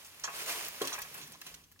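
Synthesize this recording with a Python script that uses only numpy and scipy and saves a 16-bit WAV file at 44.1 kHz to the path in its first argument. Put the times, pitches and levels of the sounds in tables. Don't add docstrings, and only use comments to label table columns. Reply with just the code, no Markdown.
import sys
import numpy as np
from scipy import signal
from scipy.fft import rfft, irfft, next_fast_len
from scipy.io import wavfile
from scipy.ndimage import map_coordinates

SR = 44100
rng = np.random.default_rng(int(sys.argv[2]) if len(sys.argv) > 2 else 0)


def transcribe(u):
    v = np.clip(np.atleast_2d(u).T, -1, 1)
    q = np.round(v * 32767).astype(np.int16)
    wavfile.write(sys.argv[1], SR, q)


N = 79380
TOP_HZ, LOW_CUT_HZ = 16400, 31
ATTACK_S = 0.00064


def amp(db):
    return 10 ** (np.asarray(db) / 20)


def unit(x):
    return x / np.sqrt(np.mean(x ** 2) + 1e-20)


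def sized(x, reference, db=0):
    return amp(db) * unit(x) * np.sqrt(np.mean(reference ** 2))


def decay(t, t60):
    return np.exp(-np.log(1000) * t / t60)


def curve(points):
    return np.interp(np.arange(N) / SR, *np.transpose(points))


def gain_at(spectrum, f):
    hz, db = np.transpose(spectrum)
    return amp(np.interp(np.log(f + 1), np.log(hz + 1), db))


def filtered(x, response):
    size = next_fast_len(N + SR)
    f = np.fft.rfftfreq(size, 1 / SR)
    return irfft(rfft(x, size) * response(f), size)[..., :N]


def resonate(x, peaks):
    def response(f):
        return sum((-1) ** k * amp(db) * 1j * f * width / (hz * hz - f * f + 1j * f * width)
                   for k, (hz, width, db) in enumerate(peaks))
    return filtered(x, response)


def ring(modes, start, spread_db):
    t = np.maximum(np.arange(N) / SR - start, 0)
    return sum(amp(db + spread_db * rng.standard_normal()) * np.sin(2 * np.pi * hz * t) * decay(t, t60)
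               for hz, db, t60 in modes)


def crackle(per_s, spread_db, hiss_share):
    sizes = amp(spread_db * np.minimum(rng.exponential(size=N), 3.5))
    signs = rng.choice([-1, 1], N)
    clicks = unit(sizes * signs * (rng.random(N) < per_s / SR))
    return np.sqrt(1 - hiss_share) * clicks + np.sqrt(hiss_share) * rng.standard_normal(N)


def flurry(start, db, hold, t60, per_s, hiss_share):
    t = np.arange(N) / SR - start
    envelope = np.clip(t / ATTACK_S, 0, 1) * decay(np.maximum(t - hold, 0), t60)
    first = unit(1.0 * (np.arange(N) == int((start + ATTACK_S) * SR)))
    rest = unit(envelope * crackle(per_s, spread_db=3, hiss_share=hiss_share))
    first_share = 0.4 * ATTACK_S / (ATTACK_S + hold / 2)
    return sized(np.sqrt(first_share) * first + np.sqrt(1 - first_share) * rest, envelope, db)


# f/Hz, level/dB
AIR_SPECTRUM = [(20, -42), (35, -12), (50, -6), (85, -2), (130, -9.5), (300, -12), (1000, -36.5),
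                (5000, -24), (16000, -27.5)]
def air():
    noise = rng.standard_normal(N) + np.array([[.7], [.3]]) * rng.standard_normal((2, N))
    return amp(-68) * unit(filtered(noise, lambda f: gain_at(AIR_SPECTRUM, f)))


def trunks(x, t60):
    t = np.arange(SR // 2) / SR
    tail = rng.standard_normal((2, len(t))) * decay(t, t60)
    tail /= np.linalg.norm(tail, axis=1, keepdims=True)
    return signal.fftconvolve(x, tail, axes=1)[:, :N]


def near_echoes(x, count=8, delay_scale_s=.005, drift_hz=25.16):
    spacing = (np.arange(count) + rng.random(count) + 1) / count
    delays = (delay_scale_s * SR * spacing ** 2).astype(int)
    knots = np.arange(N) * drift_hz / SR
    gains = np.array([map_coordinates(rng.standard_normal(400), [knots], mode="mirror") for _ in delays])
    gains /= np.linalg.norm(gains, axis=0)
    return sum(gain * np.pad(x, (delay, 0))[:N] for gain, delay in zip(gains, delays))


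def from_right(f, lag_s=.00012):
    return np.exp(1j * np.pi * f * lag_s * np.array([[-1], [1]]))


def pan(right_db):
    return amp([[-right_db / 2], [right_db / 2]])


# f/Hz, level/dB
SCATTER_SPECTRUM = [(100, -14), (400, -19), (900, -3.5), (2500, 0.5), (6000, 3.5), (14000, 7)]
def place(x, right_db, wet_db):
    def wet(f):
        return gain_at(SCATTER_SPECTRUM, f) * amp(wet_db)
    direct = filtered(x, lambda f: from_right(f) / np.hypot(1, wet(f)))
    echoes = np.array([near_echoes(x), near_echoes(x)])
    scattered = filtered(echoes, lambda f: wet(f) / np.hypot(1, wet(f)))
    return (direct + scattered) * pan(right_db)


# t/s, level/dB
FOOTFALLS = [(1.024, -64.5), (1.49, -84), (1.535, -64), (1.662, -72)]
# f/Hz, level/dB, t60/s
GROUND_MODES = [(56.4, 4, .14), (80, -4, .08)]
def footfalls():
    return sum(amp(db) * ring(GROUND_MODES, start, spread_db=2) for start, db in FOOTFALLS)


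# t/s, level/dB
SWAY_LEVEL = [(0, -94), (.3, -68.5), (1.08, -69.5), (1.17, -58), (1.35, -66), (1.55, -67.5), (1.8, -83.5)]
# f/Hz, width/Hz, level/dB
RAIL_PEAKS = [(157.6, 13, -2), (238.5, 22.5, -6.5), (330, 140, -13.5)]
def rail_hum():
    return amp(curve(SWAY_LEVEL)) * unit(resonate(rng.standard_normal(N), RAIL_PEAKS))


# t/s, level/dB
FRAME_BLOWS = [(.284, -52), (.485, -58), (.818, -56), (.987, -57), (1.177, -67), (1.466, -71)]
# f/Hz, level/dB, t60/s
FRAME_MODES = [(695, -8, .45), (848, -8, .35), (985, -7, .3), (1103, 1.5, .45), (1696, -3.5, .6),
               (1825, -8, .4), (2315, -6, .6), (2519, -7, .6), (2615, -6, .5), (3256, -9, .5),
               (5835, -8, .4)]
def frame_ring():
    return sum(amp(db) * ring(FRAME_MODES, start, spread_db=6) for start, db in FRAME_BLOWS)


# t/s, level/dB, hold/s, t60/s, f/Hz
TWIG_SNAPS = [(0.047, -51, 0.0051, 0.2, 7400), (0.197, -43.5, 0.0014, 0.015, 7050),
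              (0.683, -32.5, 0.0014, 0.009, 14900), (.646, -40.5, .004, .015, 7360),
              (0.765, -52, 0.0011, .008, 5000), (.8165, -36, .003, .04, 10300),
              (0.872, -34, .002, 0.017, 10400), (0.943, -36, .001, 0.013, 5000),
              (.9735, -50, 0.00078, .012, 14500), (.987, -40, 0.0036, 0.021, 13100),
              (1.0178, -32, 0.0014, 0.012, 14700), (1.142, -41.5, .003, 0.046, 11500),
              (1.176, -48, 0.006, 0.078, 11100), (1.193, -48, 0.0022, .012, 9750),
              (1.243, -50, .001, .012, 14000), (1.274, -46.5, 0.0014, .02, 10900),
              (1.3196, -48, 0.0036, .05, 9000), (1.414, -43, .002, .025, 4540),
              (1.463, -48.5, 0.0085, 0.037, 10600), (1.5415, -46.5, 0.0018, 0.041, 4500),
              (1.7155, -55.5, 0.0035, 0.068, 14000)]
def twig_snaps(width_ratio=0.091, low_edge_hz=900):
    out = np.zeros(N)
    for start, db, hold, t60, hz in TWIG_SNAPS:
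        crack = flurry(start, db, hold, t60, per_s=2500, hiss_share=0.4)
        pitched = resonate(crack, [(hz, width_ratio * hz, 0)])
        thin = filtered(crack, lambda f: (1j * f / (low_edge_hz + 1j * f)) ** 2)
        out += sized(pitched + 0.54 * thin, crack, db=1)
    return out


# t/s, level/dB
DRAG_LEVEL = [(0, -55), (.12, -58), (.18, -57), (.23, -55.5), (.31, -52.5), (.35, -45), (.41, -41.5),
              (.455, -45), (.495, -35), (.54, -40), (.67, -43.5), (.71, -49), (.79, -48.5), (.84, -43),
              (.93, -45.5), (1.0, -51.5), (1.1, -52.5), (1.2, -51), (1.3, -57), (1.39, -62.5),
              (1.48, -53.5), (1.56, -59), (1.68, -72), (1.8, -73)]
# f/Hz, level/dB
LEAF_SPECTRUM = [(60, -31), (130, -14.5), (200, -16), (400, -4), (700, -4), (1100, -3), (1400, -3.5),
                 (2500, 0), (4000, -4), (5000, -4), (7200, -5.5), (8000, -11), (9000, -5), (11000, -8.5),
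                 (13000, -4.5), (16000, -14)]
def leaf_drag():
    level = amp(curve(DRAG_LEVEL))
    grit, left, right = [level * crackle(per_s=5000, spread_db=3.5, hiss_share=.55) for _ in range(3)]
    def wet(f):
        return gain_at(SCATTER_SPECTRUM, f)
    direct = filtered(grit, from_right)
    around = filtered(np.array([left, right]), wet)
    rustle = filtered(direct + around, lambda f: gain_at(LEAF_SPECTRUM, f) / np.hypot(1, wet(f)))
    frame_peaks = [(hz, np.log(1000) / np.pi / t60, db) for hz, db, t60 in FRAME_MODES]
    singing = resonate(direct, frame_peaks)
    return (sized(rustle, level, db=2) + sized(singing, level, db=-17.5)) * pan(right_db=1.5)


def leaf_flicks(per_s=170, typical_hz=7550, log_spread=.6, t60_cycles=42, length_s=.03):
    draws = rng.random((int(per_s * N / SR), 3))
    t = np.arange(int(length_s * SR)) / SR
    out = np.zeros(N + len(t))
    for when, pitch, size in draws:
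        hz = min(typical_hz * np.exp(log_spread * np.sqrt(3) * (2 * pitch - 1)), TOP_HZ)
        flick = np.sin(2 * np.pi * hz * t) * decay(t, t60_cycles / hz)
        out[int(when * N):][:len(t)] += size ** 2 * unit(flick)
    return amp(curve(DRAG_LEVEL) - 9) * unit(out[:N])


def rattle(knocks, body_peaks, per_s, hiss_share, width_ratio=0.87):
    force = np.zeros(N)
    for start, db, hold, t60, hz in knocks:
        contacts = flurry(start, db, hold, t60, per_s, hiss_share)
        force += sized(resonate(contacts, [(hz, width_ratio * hz, 0)]), contacts)
    return sized(resonate(force, body_peaks), force)


# t/s, level/dB, hold/s, t60/s, band centre f/Hz
TUBE_KNOCKS = [(.238, -39, 0.0041, 0.17, 1320), (.275, -38.5, 0.0034, .03, 900),
               (.2825, -39.5, 0.004, 0.041, 1140), (0.301, -47, .004, 0.046, 1090),
               (.808, -36, .004, 0.013, 1800), (0.8133, -41, 0.015, 0.086, 800),
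               (0.88, -47, 0.0078, 0.17, 1500), (0.918, -44.5, 0.013, 0.15, 990),
               (0.946, -41, .010, 0.054, 1720), (0.9775, -38, .004, 0.046, 1720),
               (0.9848, -40.5, .006, 0.077, 1300), (1.047, -48, .004, 0.045, 1390),
               (1.146, -46.5, 0.0052, 0.1, 1680), (1.1762, -48, 0.0062, 0.047, 1720),
               (1.34, -57.5, .012, 0.031, 790), (1.416, -47.5, 0.005, 0.02, 2260),
               (1.461, -53.5, 0.0051, 0.046, 1510), (1.71, -67.5, .01, 0.057, 1680),
               (1.757, -61.5, 0.0018, 0.024, 1800)]
# f/Hz, width/Hz, level/dB
TUBE_PEAKS = [(490, 480, -11), (745, 160, -6), (985, 180, -6.5), (1108, 102, -2), (1236, 125, -7),
              (1676, 130, -5), (1894, 124, -6.5), (2333, 220, -9), (2640, 130, -5)]
def tube_clanks():
    return rattle(TUBE_KNOCKS, TUBE_PEAKS, per_s=1000, hiss_share=0.18)


# t/s, level/dB, hold/s, t60/s, band centre f/Hz
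JOINT_KNOCKS = [(.2368, -31, 0.0061, 0.097, 7500), (.8155, -35, 0.0026, 0.038, 3400),
                (.849, -38.5, 0.0025, 0.055, 6000), (.8722, -34.5, 0.0013, 0.063, 4400),
                (.893, -45, 0.0047, 0.05, 3000), (.9248, -38, .014, 0.053, 6500),
                (1.0195, -41.5, 0.0025, 0.059, 5870), (1.213, -48.5, 0.0086, 0.16, 4830),
                (1.33, -56, .02, .05, 4200), (1.4145, -47, 0.0029, .04, 4350),
                (1.4645, -48.5, 0.007, 0.13, 2800), (1.5395, -47, 0.0035, 0.025, 4950),
                (1.6372, -58.5, 0.0026, 0.047, 5530), (1.79, -58, .01, .06, 3480)]
# f/Hz, width/Hz, level/dB
JOINT_PEAKS = [(605, 150, -12), (1000, 200, -5), (1800, 490, -6.5), (2670, 350, -1), (3310, 135, 3),
               (4110, 370, -2), (5707, 560, -0.5), (6070, 390, 4), (6530, 490, -2.5), (7150, 230, -0.5),
               (10200, 6800, -22)]
def joint_chatter():
    return rattle(JOINT_KNOCKS, JOINT_PEAKS, per_s=1500, hiss_share=0.37)


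# t/s, level/dB
FOOT_LANDINGS = [(0.8145, -25.5), (0.8445, -42.5)]
# f/Hz, level/dB, t60/s
FOOT_MODES = [(97, -30, .15), (144, -25, 0.24), (275, -20.5, .45), (354, -12, 0.28), (413, 1.5, 0.055),
              (446, 0, 0.068), (541.6, -14, 0.24), (741, -9.5, 0.076), (1070, -21, 0.057)]
def foot_thump(rise_s=0.0031):
    out = np.zeros(N)
    for start, db in FOOT_LANDINGS:
        onset = curve([(start, 0), (start + rise_s, 1)])
        out += amp(db) * onset * ring(FOOT_MODES, start, spread_db=1.2)
    return out


def scene():
    joints = place(joint_chatter(), right_db=3, wet_db=-2.5)
    body = tube_clanks() + frame_ring() + foot_thump() + footfalls() + rail_hum()
    stand = joints + place(body, right_db=-.3, wet_db=0)
    litter = leaf_drag() + place(twig_snaps() + leaf_flicks(), right_db=-.1, wet_db=-3)
    near = stand + litter
    return near + amp(-16) * trunks(near, t60=0.54) + air()


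def record(dry):
    return filtered(dry, lambda f: (f < TOP_HZ) * f ** 3 / np.hypot(f ** 3, LOW_CUT_HZ ** 3))


dry = scene()
out = record(dry)
transcribe(out)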